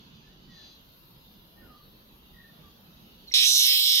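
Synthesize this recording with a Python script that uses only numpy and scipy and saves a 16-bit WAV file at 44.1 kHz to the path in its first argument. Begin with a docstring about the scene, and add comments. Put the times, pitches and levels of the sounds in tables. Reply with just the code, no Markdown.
"""Cat with a live cicada

A cat stands in a wood-floored room, a cicada in its mouth. Over low rumble, hiss and sizzle, a bird
whistles far outside; thin high tones and a faint buzz come and go. Late on, the insect squeaks, then
bursts into a harsh buzz: its two tymbals buckle in turn, each buckle a low ping, each spring-back a
higher ping with its overtone, with a crackle of ribs and a few sharp ticks on top."""
import sys
import numpy as np
from scipy import signal
from scipy.io import wavfile
from scipy.ndimage import uniform_filter1d

SR = 44100
rng = np.random.default_rng(int(sys.argv[2]) if len(sys.argv) > 2 else 0)


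def generate_wav(signal):
    """Clip the signal to [-1, 1] and save it as 16-bit WAV at the path in sys.argv[1]."""
    frames = np.transpose(np.atleast_2d(signal))
    scaled = np.clip(frames, -1, 1) * 32767
    pcm = np.round(scaled).astype(np.int16)
    wavfile.write(sys.argv[1], SR, pcm)


N = 176400

# tone of each noise bed (frequency [Hz], left [dB], right [dB])
RUMBLE_EQ = [(33, -26, -28), (44.95, 2.5, 5), (101, -6.5, -6), (146, -1.5, 1.5), (191, 1, 2),
             (257, -7.5, -4), (700, -16, -15.5), (1006, -15, -14), (2400, -25.5, -26), (6050, -69, -47)]
HISS_EQ = [(1180, -32, -5), (2280, -18, -11.5), (2710, 1, 1), (3730, 1, 4), (4480, -3, 0),
           (5330, -10.5, -7.5), (6720, -12.5, -11.5), (7330, -33.5, -38)]
SIZZLE_EQ = [(6000, -37, -28), (9850, -28.5, -32.5), (10790, -9, -12), (12150, -4.5, -25), (12620, 3.5, -1),
             (13800, -4, -12), (16100, -13, -9.5)]
# fader ride of each bed (time [s], relative level [dB])
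RUMBLE_RIDE = [(0.0, -57), (1.54, -58.5), (1.65, -52), (1.77, -58), (2.53, -57.5), (2.6, -54),
               (2.72, -57.5), (3.11, -56.5), (3.5, -64.5)]
HISS_RIDE = [(0.17, -60), (0.39, -63.5), (0.63, -58.5), (0.77, -62.5), (1.66, -65), (2.89, -62.5),
             (2.96, -61)]
SIZZLE_RIDE = [(0.56, -73.5), (1.01, -63), (1.18, -65.5)]
# stereo image of the beds (frequency [Hz], left-right correlation [-1 to 1])
BED_CORRELATION = [(100, 0.92), (290, 0.87), (640, 0.21), (1400, -0.41), (6000, 0.027)]
# distant bird notes (time [s], length [s], start pitch [Hz], end pitch [Hz], level [dB])
BIRD_NOTES = [(.22, .13, 1680, 1880, -71), (.47, 0.21, 1930, 1660, -65.5), (1.56, 0.1, 1850, 1780, -67.5),
              (1.61, 0.1, 1480, 1350, -67), (1.67, 0.18, 1260, 1160, -62.5), (2.33, 0.2, 1890, 1790, -60),
              (2.6, .13, 1220, 1120, -68.5)]
# the room's reverb (frequency [Hz], time to fall 60 dB [s])
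ROOM_DECAY = [(500, 0.99), (4000, 0.51), (14000, 0.19)]
# a faint buzz, perhaps a wing (time [s], length [s], fundamental [Hz])
FAINT_BUZZ_CUE = (.49, .25, 169.6)
# its tone (frequency [Hz], gain [dB])
FAINT_BUZZ_EQ = [(3000, -25), (3450, 4.5), (4700, -1), (5200, -10)]
# cicada squeaks (time [s], length [s], start pitch [Hz], end pitch [Hz], relative level [dB])
SQUEAK_NOTES = [(3.269, 0.036, 4300, 3640, -50.5), (3.273, 0.025, 6250, 5300, -66),
                (3.299, 0.005, 4400, 4200, -50), (3.312, 0.0088, 2190, 1950, -38.5),
                (3.319, 0.0071, 5750, 5340, -35), (3.322, 0.0152, 4500, 3300, -44)]
# pace of each tymbal (time [s], cycle rate [Hz])
TYMBAL_RATE = [(3.339, 135), (3.4, 122), (3.46, 129), (3.52, 127), (3.57, 146), (3.64, 131.6), (3.8, 125),
               (4.0, 117.7)]
# inward snap (time [s], ring [Hz], relative level [dB], relative level of the abdomen's ring [dB])
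BUCKLE_RING = [(3.35, 3700, -24, -39), (3.45, 3410, -24.5, -39), (3.485, 3870, -27, -52),
               (3.535, 4040, -29, -57), (3.614, 3580, -25, -49), (3.68, 3480, -27, -37.5),
               (3.74, 3460, -26.5, -41.5), (3.82, 3600, -27.5, -51), (3.89, 3600, -27, -46),
               (4.0, 3560, -25.5, -39.5)]
# outward snap (time [s], ring [Hz], relative level [dB])
SPRING_RING = [(3.35, 5290, -24.5), (3.405, 5200, -27), (3.45, 5780, -23), (3.53, 5910, -22.5),
               (3.6, 5900, -24), (3.72, 4980, -27), (3.79, 4940, -32.5), (3.89, 5240, -27),
               (4.0, 5340, -26)]
# balance of the rib crackle (time [s], lower treble [dB], middle treble [dB], top [dB])
RIB_CRACKLE = [(3.35, -35, -40, -44), (3.414, -36.5, -41, -38), (3.494, -32.5, -44, -40),
               (3.58, -34, -31.5, -38.5), (3.68, -37.5, -35.5, -33), (3.78, -37, -37, -32.5),
               (4.0, -37, -39, -37)]
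# sharp ticks in the buzz (time [s], relative level [dB])
TICK_HITS = [(3.667, -20), (3.806, -26.5), (3.9563, -23.5)]
# moving notch in the buzz (time [s], centre [Hz], depth [0-1])
HOLLOW_SWEEP = [(3.45, 1900, .1), (3.53, 2520, .95), (3.66, 2480, .95), (3.75, 2380, .35), (3.87, 2500, .9)]
# tone of the cicada (frequency [Hz], left [dB], right [dB])
CICADA_EQ = [(600, -16, -12.5), (1390, -17, -15.5), (2130, -7.5, -2.5), (2715, 2, 0.5), (3380, -7.5, 1),
             (4080, -0.5, 4.5), (4640, -2.5, -2.5), (5140, -6, 5.5), (6530, -5.5, -2.5), (7640, -7, -1.5),
             (10500, -7, -4), (11180, 8, 5.5), (13100, 4, -6.5), (14200, 2.5, -2), (16100, -5, -1.5)]

BUZZ_START_S, POSE_S = 3.339, 0.141  # the head takes a new pose every POSE_S
EVEN_RATE_HZ, LIMP_S = 116, .0062  # above the even rate, the second tymbal falls later in the cycle
BUCKLE_S, SPRING_S, BELLY_S, RIB_S = 0.00016, 0.00015, 0.00046, 0.00072  # envelope time constants
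BUCKLE_DB, SPRING_DB, OVERTONE_DB, BELLY_DB, RIB_DB = 3.5, 0.5, -17, 3.5, 10  # trims on the tables
BELLY_HZ, SPRING_LAG_S = 2120, .0026
JITTER_S, UNEVEN_DB, PITCH_SCATTER = .0001, 0.6, 0.033  # spread from snap to snap
EARLY_DB, ROOM_DB, RIGHT_LAG_S = -5.5, -9.5, 0.00014  # the cicada's reverb sends and stereo offset


def amp(db):
    """Decibels to gain."""
    return 10 ** (np.asarray(db) / 20)


def unit(x):
    """Scales to rms 1."""
    return x / np.sqrt(np.mean(x ** 2) + 1e-20)


def curve(table, s):
    """All columns of a time table at s."""
    times, *columns = np.transpose(table)
    return np.array([np.interp(s, times, c) for c in columns])


def spectrum(table, hz):
    """All columns of a frequency table at hz."""
    f, *columns = np.transpose(table)
    return np.array([np.interp(np.log(hz + 1), np.log(f), c) for c in columns])


def add(mix, s, sound):
    """Mixes a sound in at time s."""
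    part = mix[..., round(s * SR):][..., :sound.shape[-1]]
    part += sound[..., :part.shape[-1]]


def band(x, lo_hz, hi_hz):
    """Band-pass."""
    return signal.sosfilt(signal.butter(3, [lo_hz, hi_hz], "band", fs=SR, output="sos"), x)


def noise_bed(eq, ride, gain_db, patchy_db, lines_db, size=2048):
    """Stereo noise with drifting patches and soft, narrow resonances that come and go."""
    hz, hop = np.fft.rfftfreq(size, 1 / SR), size // 4
    a, b, c, d, patches = rng.standard_normal((N // hop + 5, len(hz), 5)).T
    patches = unit(uniform_filter1d(uniform_filter1d(patches, size=8, axis=0), size=8, axis=1))
    lines = uniform_filter1d(rng.standard_normal(a.shape), size=26, axis=1)
    lines = unit(np.tanh(unit(lines)))
    likeness = spectrum(BED_CORRELATION, hz).T
    left = a + 1j * b
    right = likeness * left + np.sqrt(1 - likeness ** 2) * (c + 1j * d)
    gain = amp(spectrum(eq, hz)[:, :, None] + patchy_db * patches + lines_db * lines)
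    noise = signal.istft(np.array([left, right]) * gain, nperseg=size, noverlap=size - hop)[1][:, :N]
    return unit(noise) * amp(gain_db + curve(ride, np.arange(N) / SR))


def whistles(notes, waver, blur, blur_hz):
    """Gliding tones that swell and fade; a share of each is blurred into a narrow band of noise."""
    out = np.zeros(N)
    smooth = signal.butter(2, blur_hz, fs=SR, output="sos")
    a, b = unit(signal.sosfilt(smooth, rng.standard_normal((2, N))))
    fuzz = np.sqrt(1 - blur) + np.sqrt(blur / 2) * (a + 1j * b)
    for s, length, from_hz, to_hz, db in notes:
        u = np.linspace(0, 1, round(length * SR))
        drift = np.interp(u, np.linspace(0, 1, 10), rng.standard_normal(10))
        hz = (from_hz + (to_hz - from_hz) * u ** 1.41) * (1 + waver * drift)
        tone = fuzz[round(s * SR):][:len(u)] * np.exp(2j * np.pi * np.cumsum(hz) / SR)
        add(out, s, amp(db) * 2 * np.sin(np.pi * u ** 0.91) * tone.real)
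    return out


def thin_tones(count=26, low_hz=3750, high_hz=5050, length_s=.28, within_s=1.85, db=-78.5):
    """A soft cluster of thin high tones that come and go at random in the first half."""
    when, place = rng.random((count, 2)).T
    pitches = low_hz + (high_hz - low_hz) * place
    notes = [(s, length_s, hz, hz, db) for s, hz in zip(when * within_s, pitches)]
    return whistles(notes, waver=0, blur=0.68, blur_hz=8.5)


def bird():
    """Mostly falling whistles from far outside, blurred by distance."""
    song = whistles(BIRD_NOTES, waver=0.013, blur=0.45, blur_hz=40)
    return song + amp(-14) * room(song)


def room(x, size=256):
    """Diffuse tail, different left and right, the treble dying first."""
    hz, t, noise = signal.stft(rng.standard_normal((2, SR // 2)), SR, nperseg=size)
    decay = amp(-60 * t / spectrum(ROOM_DECAY, hz).T) * (t > 0)
    tail = signal.istft(noise * decay, SR, nperseg=size)[1]
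    return signal.fftconvolve(x[None], tail / np.linalg.norm(tail[0]), axes=1)[:, :N]


def faint_buzz():
    """A brief, thin buzz of high harmonics drifting in phase, heard through the room."""
    s, length, pitch = FAINT_BUZZ_CUE
    t = np.arange(round(length * SR)) / SR
    partials = pitch * np.arange(18, 39)
    gains = amp(spectrum(FAINT_BUZZ_EQ, partials)[0]) * rng.rayleigh(size=len(partials))
    drift = np.cumsum(rng.standard_normal((len(partials), len(t))), axis=1) / np.sqrt(SR)
    buzz = gains @ np.sin(2 * np.pi * (partials[:, None] * t + drift + rng.random((len(partials), 1))))
    out = np.zeros(N)
    add(out, s, amp(-60) * unit(buzz * np.sin(np.pi * t / length) ** .5))
    return out + room(out)


def squeaks(grains_per_s=1500):
    """Falling squeaks over a gritty scratching that grows until the buzz starts."""
    t, first = np.arange(N) / SR, SQUEAK_NOTES[0][0]
    grit = band(rng.standard_normal(N) * (rng.random(N) < grains_per_s / SR), 2000, 6500)
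    swell = np.clip((t - first) / (BUZZ_START_S - first), 0, 1) * (t < BUZZ_START_S)
    chirps = whistles(SQUEAK_NOTES, waver=0.014, blur=0.2, blur_hz=300)
    return chirps + amp(-54) * swell * unit(grit)


def ping(hz, tau_s):
    """One short ring of tymbal or abdomen, of unit energy, peaking near three time constants."""
    t = np.arange(SR // 200) / SR
    ring = (t / tau_s) ** 2.97 * np.exp(-t / tau_s) * np.sin(2 * np.pi * hz * t)
    return ring / np.linalg.norm(ring)


def puff(decay_s):
    """A tiny burst of crackle, of unit energy, different left and right."""
    t = np.arange(SR // 200) / SR
    burst = rng.standard_normal((2, len(t))) * np.exp(-t / decay_s) * (1 - np.exp(-2 * t / decay_s))
    return burst / np.linalg.norm(burst, axis=1, keepdims=True)


def tymbals():
    """Two tymbals buckle in turn and spring back; every snap rings and crackles."""
    t = np.arange(N) / SR
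    rate = curve(TYMBAL_RATE, t)[0]
    cycles = np.cumsum(rate * (t >= BUZZ_START_S)) / SR
    first = np.arange(cycles[-1])
    second = first + .5 + LIMP_S * (np.interp(first, cycles, rate) - EVEN_RATE_HZ)
    snaps = np.sort(np.r_[first, second])
    rings, ribs = np.zeros(N), np.zeros((2, N))
    for s in t[np.searchsorted(cycles, snaps, "right").clip(0, N - 1)]:
        dice = rng.standard_normal(8)
        jitter, uneven, detune = JITTER_S * dice, amp(UNEVEN_DB * dice), 1 + PITCH_SCATTER * dice
        inward, outward = s + jitter[0], s + SPRING_LAG_S + jitter[1]
        hz, db, belly_db = curve(BUCKLE_RING, s)
        add(rings, inward, amp(BUCKLE_DB + db) * uneven[2] * ping(hz * detune[3], BUCKLE_S))
        add(rings, inward, amp(BELLY_DB + belly_db) * ping(BELLY_HZ * detune[3], BELLY_S))
        add(ribs, inward, uneven[6] * puff(RIB_S * 2))
        hz, db = curve(SPRING_RING, s)
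        add(rings, outward, amp(SPRING_DB + db) * uneven[4] * ping(hz * detune[5], SPRING_S))
        add(rings, outward, amp(OVERTONE_DB + db) * ping(2 * hz * detune[6], SPRING_S / 2))
        add(ribs, outward, uneven[7] * puff(RIB_S))
    strength = np.sqrt(SR / (2 * rate.mean()))  # brings a train of unit-energy snaps near rms 1
    return strength * (rings + rib_crackle(ribs))


def rib_crackle(ribs):
    """The crackle of the tymbals' ribs, in three treble bands whose balance shifts."""
    low, middle, top = amp(RIB_DB + curve(RIB_CRACKLE, np.arange(N) / SR))
    return (low * band(ribs, 6780, 11000) + middle * band(ribs, 10280, 12990)
            + top * band(ribs, 12580, 14950))


def ticks():
    """Sharp bright ticks of the struggling insect."""
    out = np.zeros((2, N))
    for s, db in TICK_HITS:
        add(out, s, amp(db) * unit(puff(decay_s=0.00074)))
    return band(out, 8100, 17000)


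def poses(x):
    """Splits a sound into crossfading stretches, one for each pose of the head."""
    t = np.arange(N) / SR
    centres = np.arange(BUZZ_START_S, N / SR + POSE_S, POSE_S)
    return [x * np.cos(np.pi / 2 * np.clip((t - s) / POSE_S, -1, 1)) for s in centres]


def near_echoes(x, count=14, spread_s=.0035):
    """First reflections off the cat's face, the floor and the furniture."""
    out = np.zeros((2, N))
    for channel in out:
        delays = spread_s * (.1 + rng.exponential(1, count))
        for s, sign in zip(delays, rng.choice([-1, 1], count)):
            add(channel, s, sign * x / np.sqrt(count))
    return out


def equalise(pair, eq, size=2048):
    """Minimum-phase EQ for each channel."""
    log_gain = np.log(amp(spectrum(eq, abs(np.fft.fftfreq(size, 1 / SR)))))
    taps = np.fft.ifft(np.exp(np.conj(signal.hilbert(log_gain)))).real
    return signal.oaconvolve(pair, taps, axes=1)[:, :N]


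def hollow(x, width_hz=420):
    """A notch that slides and deepens as the head turns: the buzz's "wah"."""
    hz, depth = curve(HOLLOW_SWEEP, np.arange(N) / SR)
    carrier = np.exp(2j * np.pi * np.cumsum(hz) / SR)
    pole = np.exp(-np.pi * width_hz / SR)
    # shift the notch's centre to 0 Hz, low-pass, shift back and subtract
    inside = signal.lfilter([(1 - pole) / 2] * 2, [1, -pole], x / carrier + 1e-18)
    return x - depth * 2 * (carrier * inside).real


def cicada():
    """The insect in stereo; its near echoes and room tail change with each pose of the head."""
    buzz = tymbals() + ticks()
    left, right = buzz + squeaks()
    late_right = np.r_[np.zeros(round(RIGHT_LAG_S * SR)), right][:N]
    direct = np.array([left, late_right])
    early = sum(near_echoes(part) for part in poses(buzz[0]))
    tail = sum(room(part) for part in poses(right))
    return hollow(equalise(direct + amp(EARLY_DB) * early + amp(ROOM_DB) * tail, CICADA_EQ))


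def scene():
    """Cicada, bird, faint buzz and thin tones over the room's rumble, a soft hiss and a high sizzle."""
    rumble = noise_bed(RUMBLE_EQ, RUMBLE_RIDE, gain_db=1.0, patchy_db=2, lines_db=2.14)
    hiss = noise_bed(HISS_EQ, HISS_RIDE, gain_db=2.0, patchy_db=1.8, lines_db=7.0)
    sizzle = noise_bed(SIZZLE_EQ, SIZZLE_RIDE, gain_db=3.5, patchy_db=2, lines_db=3)
    return cicada() + bird() + faint_buzz() + thin_tones() + rumble + hiss + sizzle


def record(dry):
    """A steep high cut at 15.8 kHz on the whole mix."""
    high_cut = signal.firwin(511, 15800, window=("kaiser", 9), fs=SR)
    return signal.oaconvolve(dry, high_cut[None], "same")


dry = scene()
out = record(dry)
generate_wav(out)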